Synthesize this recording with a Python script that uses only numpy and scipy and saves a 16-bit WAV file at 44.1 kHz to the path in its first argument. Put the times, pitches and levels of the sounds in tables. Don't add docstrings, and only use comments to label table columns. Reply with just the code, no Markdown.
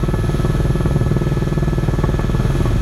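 import sys
import numpy as np
from scipy import signal
from scipy.io import wavfile

SR = 44100
rng = np.random.default_rng(int(sys.argv[2]) if len(sys.argv) > 2 else 0)


def elevation(decibels):
    levels = np.asarray(decibels, float)
    return 10 ** (levels / 20)


def store_wav(level_fs):
    pcm = np.round(np.clip(np.atleast_2d(level_fs), -1, 1) * 32767)
    wavfile.write(sys.argv[1], SR, pcm.T.astype(np.int16))


N = 123921
T_S = np.arange(N) / SR
BLADE_HZ = 19.475
CRACK_SPREAD_DB = 1.6
RUN_IN_S = 0.25


def in_time(rows):
    s, *columns = np.transpose(rows)
    return [np.interp(T_S, s, c) for c in columns]


def rms_one(x):
    return x / np.sqrt(np.mean(x ** 2) + 1e-20)


def drift(rate_hz):
    r = np.exp(-80 * np.pi * rate_hz / SR)
    slow = signal.lfilter([1], [1, -2 * r, r * r], rng.standard_normal(N // 40 + 2002))[2000:]
    return np.interp(np.arange(N) / 40, np.arange(len(slow)), rms_one(slow - slow.mean()))


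def resonate(x, hz, width_hz):
    r = np.exp(-np.pi * width_hz / SR)
    b = [(1 - r * r) / 2, 0, (r * r - 1) / 2]
    a = [1, -2 * r * np.cos(2 * np.pi * hz / SR), r * r]
    return signal.lfilter(b, a, x + 1e-18)


def high_pass(x, hz):
    return signal.sosfilt(signal.butter(2, hz, "high", fs=SR, output="sos"), x)


def banded_noise(spectrum, patchy_db, rate_hz):
    hz, db = np.transpose(spectrum)
    edges = np.geomspace(hz[0], hz[-1], int(2 * np.log2(hz[-1] / hz[0])) + 2)
    white = rng.standard_normal((2, N + SR // 2))
    together = drift(rate_hz / 5)
    out = 0
    for k, (low, high) in enumerate(zip(edges, edges[1:])):
        sos = signal.butter(2, [low, high], "band", fs=SR, output="sos")
        band = signal.sosfilt(sos, white[k % 2])[SR // 2:]
        level = np.interp(np.log(low * high) / 2, np.log(hz), db)
        out = out + elevation(level + patchy_db * (1.1 * together + drift(rate_hz))) * band
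    return rms_one(out)


# t/s, delay/ms
SLAP_LAG = [(0, 37.5), (.35, 37.8), (.6, 37.5), (.86, 37.1), (1.06, 36.8), (1.42, 37.0), (1.68, 37.35),
            (1.94, 37.5), (2.2, 37.45), (2.55, 37.8), (2.81, 37.5)]


def slap_times():
    start = np.arange(-2, int(N / SR * BLADE_HZ) + 1) / BLADE_HZ
    return start + np.interp(start, *np.transpose(SLAP_LAG)) / 1000


def blade_turns(s):
    return np.interp(T_S, s, np.arange(len(s)))


def train(s, gains):
    out = np.zeros(N + SR)
    np.add.at(out, ((s + RUN_IN_S) * SR).astype(int), gains)
    return out


def trim(x):
    return x[SR // 4:SR // 4 + N]


# order, level/dB rms
PUSH_ORDERS = [(2, -19.5), (3, -24), (4, -31.5), (5, -38), (6, -33)]
PUSH_LEAD_MS = [12.3, 16.1, 13.9, 9.2, 4.3]


def push(s):
    turns = blade_turns(s)
    out = 0
    for (order, db), lead_ms in zip(PUSH_ORDERS, PUSH_LEAD_MS):
        level = np.sqrt(2) * elevation(db + 0.23 * order * drift(2.5))
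        out = out + level * np.cos(2 * np.pi * order * (turns + lead_ms * BLADE_HZ / 1000))
    return out


BLADE_PATTERN = [.5, -.3, -.2]
# t/s, extra level/dB
HARD_PASSES = [(.14, 8), (.45, 6), (.81, 5), (.86, 8), (.96, 5), (1.89, 8), (1.99, 5), (2.04, 13),
               (2.19, 10), (2.35, 6.5), (2.5, 2), (2.66, 11.5)]


def hardness(s):
    extra = np.resize(BLADE_PATTERN, len(s)) + rng.normal(0, 1, len(s))
    for when, db in HARD_PASSES:
        extra[np.argmin(abs(s - when))] = db / CRACK_SPREAD_DB
    return extra


# delay after main slap/ms, level/dB, width/ms
ARRIVALS = [
    (-6.0, -14.2, .6),
    (0.05, -7.2, .47),
    (7.45, -21, .35),
    (11.5, -23.5, .42),
]
# t/s, level/dB
EARLY_VORTEX = [(0, 3.5), (.9, -0.5), (1.7, 2), (2.1, -6), (2.45, -6), (2.81, -12)]
# f/Hz, width/Hz, level/dB
CABIN_MODES = [(133, 14, 0), (148, 27, 10), (207, 24, 7), (272, 14, -3), (358, 58, 6), (455, 15, 2),
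               (560, 25, 5), (651, 65, 3), (877, 75, 13)]


def slap(s, extra):
    spread_db, jitter_ms, direct_db = 0.7, 0.08, -8
    chance = rng.normal(0, 1, (len(s), len(ARRIVALS)))
    chance[:, 0] += np.interp(s, *np.transpose(EARLY_VORTEX)) / spread_db
    late_ms = rng.normal(0, jitter_ms, chance.shape)
    t_ms = np.arange(-200, 201) / SR * 1000
    pulses = 0
    for k, (ms, db, width_ms) in enumerate(ARRIVALS):
        gains = -elevation(db + spread_db * (0.5 * extra + chance[:, k]))
        clicks = train(s + (ms + late_ms[:, k]) / 1000, gains)
        pulses = pulses + signal.fftconvolve(clicks, np.exp(-(t_ms / width_ms) ** 2 / 2), "same")
    cabin = sum(elevation(db) * resonate(pulses, hz, width_hz) for hz, width_hz, db in CABIN_MODES)
    return trim(elevation(direct_db) * high_pass(pulses, 140) + cabin)


# f/Hz, width/Hz, level/dB
PANEL_MODES = [(713, 42, 1), (865, 130, -1), (1121, 39, 4), (1297, 106, -10), (1716, 67, -4),
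               (2128, 50, -9.5)]


def crack(s, extra):
    level_db, puff_lead_s, puff_decay_s, puff_share, top_hz = 4, 0.0065, 0.019, 0.05, 2100
    gains = elevation(CRACK_SPREAD_DB * extra)
    r = np.exp(-1 / (puff_decay_s * SR))
    swell = signal.lfilter([1], [1, -r], train(s - puff_lead_s, gains))
    puff = swell * rng.standard_normal(N + SR)
    edges = train(s, gains) + 0.4 * train(s - 0.0035, gains) + 0.18 * train(s + 0.014, gains)
    drive = puff_share * puff - edges
    drive = signal.sosfilt(signal.butter(4, top_hz, fs=SR, output="sos"), drive)
    panels = sum(elevation(db) * resonate(drive, hz, width_hz) for hz, width_hz, db in PANEL_MODES)
    return elevation(level_db) * trim(panels)


# f/Hz, level/dB per Hz
BUFFET_SPECTRUM = [(42, -12), (65, -0.5), (88, -4.5), (115, -1.5), (150, -4.5), (190, -8), (240, -16.5)]


def buffet(s, load_db):
    level_db, throb_db, wash_low_hz = -27.5, 2.5, 44
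    level = elevation(level_db + load_db + throb_db * np.cos(2 * np.pi * blade_turns(s)))
    return level * high_pass(banded_noise(BUFFET_SPECTRUM, patchy_db=2.0, rate_hz=4.8), wash_low_hz)


# f/Hz, level/dB per Hz
ROAR_SPECTRUM = [(120, -41), (200, -9), (358, -4), (743, -18.5), (1750, -16.5), (1950, -27.5),
                 (10200, -41.5), (11400, -39), (15600, -51)]
LINING_HZ = [250, 490, 1130, 1500, 2520, 2850, 3300, 3800, 4320, 5420, 6540, 7550, 8050, 9520, 10400, 11300]
# width/Hz, boost/dB
LINING_SHAPES = [(102, -13.5), (50, -3), (73, 0), (80, -5), (203, 7.5), (306, -5), (350, 9), (200, 4.5),
                 (240, 5.5), (480, 3), (610, 8.5), (400, -3), (150, 0.5), (160, 6.5), (500, -5.5),
                 (780, 4.5)]
# t/s, level/dB
AIRFLOW = [(0, -0.5), (.4, 1.5), (.9, 0), (1.4, 0), (1.9, 0.5), (2.3, 1), (2.55, 2), (2.81, 2)]


def roar(s):
    level_db, throb_db = -31.5, 0.69
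    x = banded_noise(ROAR_SPECTRUM, patchy_db=0.5, rate_hz=9.4)
    for hz, (width_hz, db) in zip(LINING_HZ, LINING_SHAPES):
        x = x + (elevation(db) - 1) * resonate(x, hz, width_hz)
    throb = throb_db * np.cos(2 * np.pi * (blade_turns(s) - 0.2))
    return elevation(level_db + in_time(AIRFLOW)[0] + throb) * x


def tone(hz, db):
    phase = 2 * np.pi * (np.cumsum(hz * np.ones(N)) / SR + rng.random())
    return np.sqrt(2) * elevation(db + 1.0 * drift(9.0)) * np.sin(phase)


# t/s, f/Hz, level/dB rms
WHINE = [(0.0, 11201, -53), (0.22, 11205, -50.5), (0.94, 11202, -51.5), (1.32, 11202, -60),
         (1.89, 11202, -56.5), (2.19, 11205, -61), (2.21, 11201, -53), (2.23, 11199, -66),
         (2.28, 11200, -58), (2.62, 11203, -49.5), (2.79, 11203, -56), (2.81, 11203, -59)]
# multiple of shaft rate, level/dB rms
WHINE_SIDES = [(-6, -80), (-5, -80), (-4, -71), (-3, -70), (-1, -70), (1, -65), (2, -68), (3, -77),
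               (4, -70), (5, -77), (6, -82), (9, -78), (10, -82), (12, -82)]


def whine():
    shaft_hz, sides_follow, throb_db = 135.0, 0.5, 1.6
    hz, db = in_time(WHINE)
    swing_db = sides_follow * (db - db.mean())
    sides = sum(tone(hz + k * shaft_hz, level + swing_db) for k, level in WHINE_SIDES)
    throb = throb_db * np.cos(2 * np.pi * BLADE_HZ * (T_S - 0.008))
    return tone(hz, db + throb) + sides


# f/Hz, level/dB rms
GEARS = [(1298.3, -41.5), (1716, -43), (2153, -65), (2596, -64), (3273, -66), (4313, -70), (8048, -77),
         (9512, -74), (9852, -77)]


def gears():
    fade_db = 1.6 * (np.arange(N) - N / 2) / SR
    return sum(tone(hz, db - fade_db * (k == 0)) for k, (hz, db) in enumerate(GEARS))


# t/s, level/dB rms, f/Hz
GUSTS = [
    (.22, -22.5, 98.7),
    (.48, -24.5, 104),
    (1.1, -29, 99.4),
    (1.4, -26.5, 97.5),
    (2.12, -33, 101.9),
    (2.55, -28, 82.3),
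    (2.73, -22, 104.3),
]


def boom():
    gust_s = 0.065
    out = 0
    for s, db, hz in GUSTS:
        swell = np.exp(-((T_S - s) / gust_s) ** 2 / 2)
        out = out + np.sqrt(2) * elevation(db) * swell * np.sin(2 * np.pi * (hz * T_S + rng.random()))
    return out


# t/s, push level/dB, slap level/dB, buffet level/dB
ROTOR_LOAD = [(0, -3, -0.5, -3), (.22, -4.5, -3.5, 2), (.36, -4.5, -0.5, 2.5), (.6, -1.5, 0.5, 1),
              (.9, -5, 0, 3.5), (1.2, -6, 1, 0), (1.5, -5.5, -0.5, 4), (1.8, -5, -0.5, 6.5),
              (2.1, -4, -0.5, 2.5), (2.4, -2.5, -2.5, 4), (2.6, -3, -1, 7), (2.81, -1, -3, 11.5)]


def scene():
    s = slap_times()
    extra = hardness(s)
    push_db, slap_db, buffet_db = in_time(ROTOR_LOAD)
    rotor = elevation(push_db) * push(s) + elevation(slap_db) * slap(s, extra) + crack(s, extra)
    return (rotor + buffet(s, buffet_db) + roar(s) + whine() + gears() + boom())[None]


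def top_cut(x):
    return signal.sosfilt(signal.butter(12, 15710, fs=SR, output="sos"), x)


def record(dry):
    mix = 0.94 * np.tanh(dry / 0.91)
    return top_cut(mix)


dry = scene()
out = record(dry)
store_wav(out)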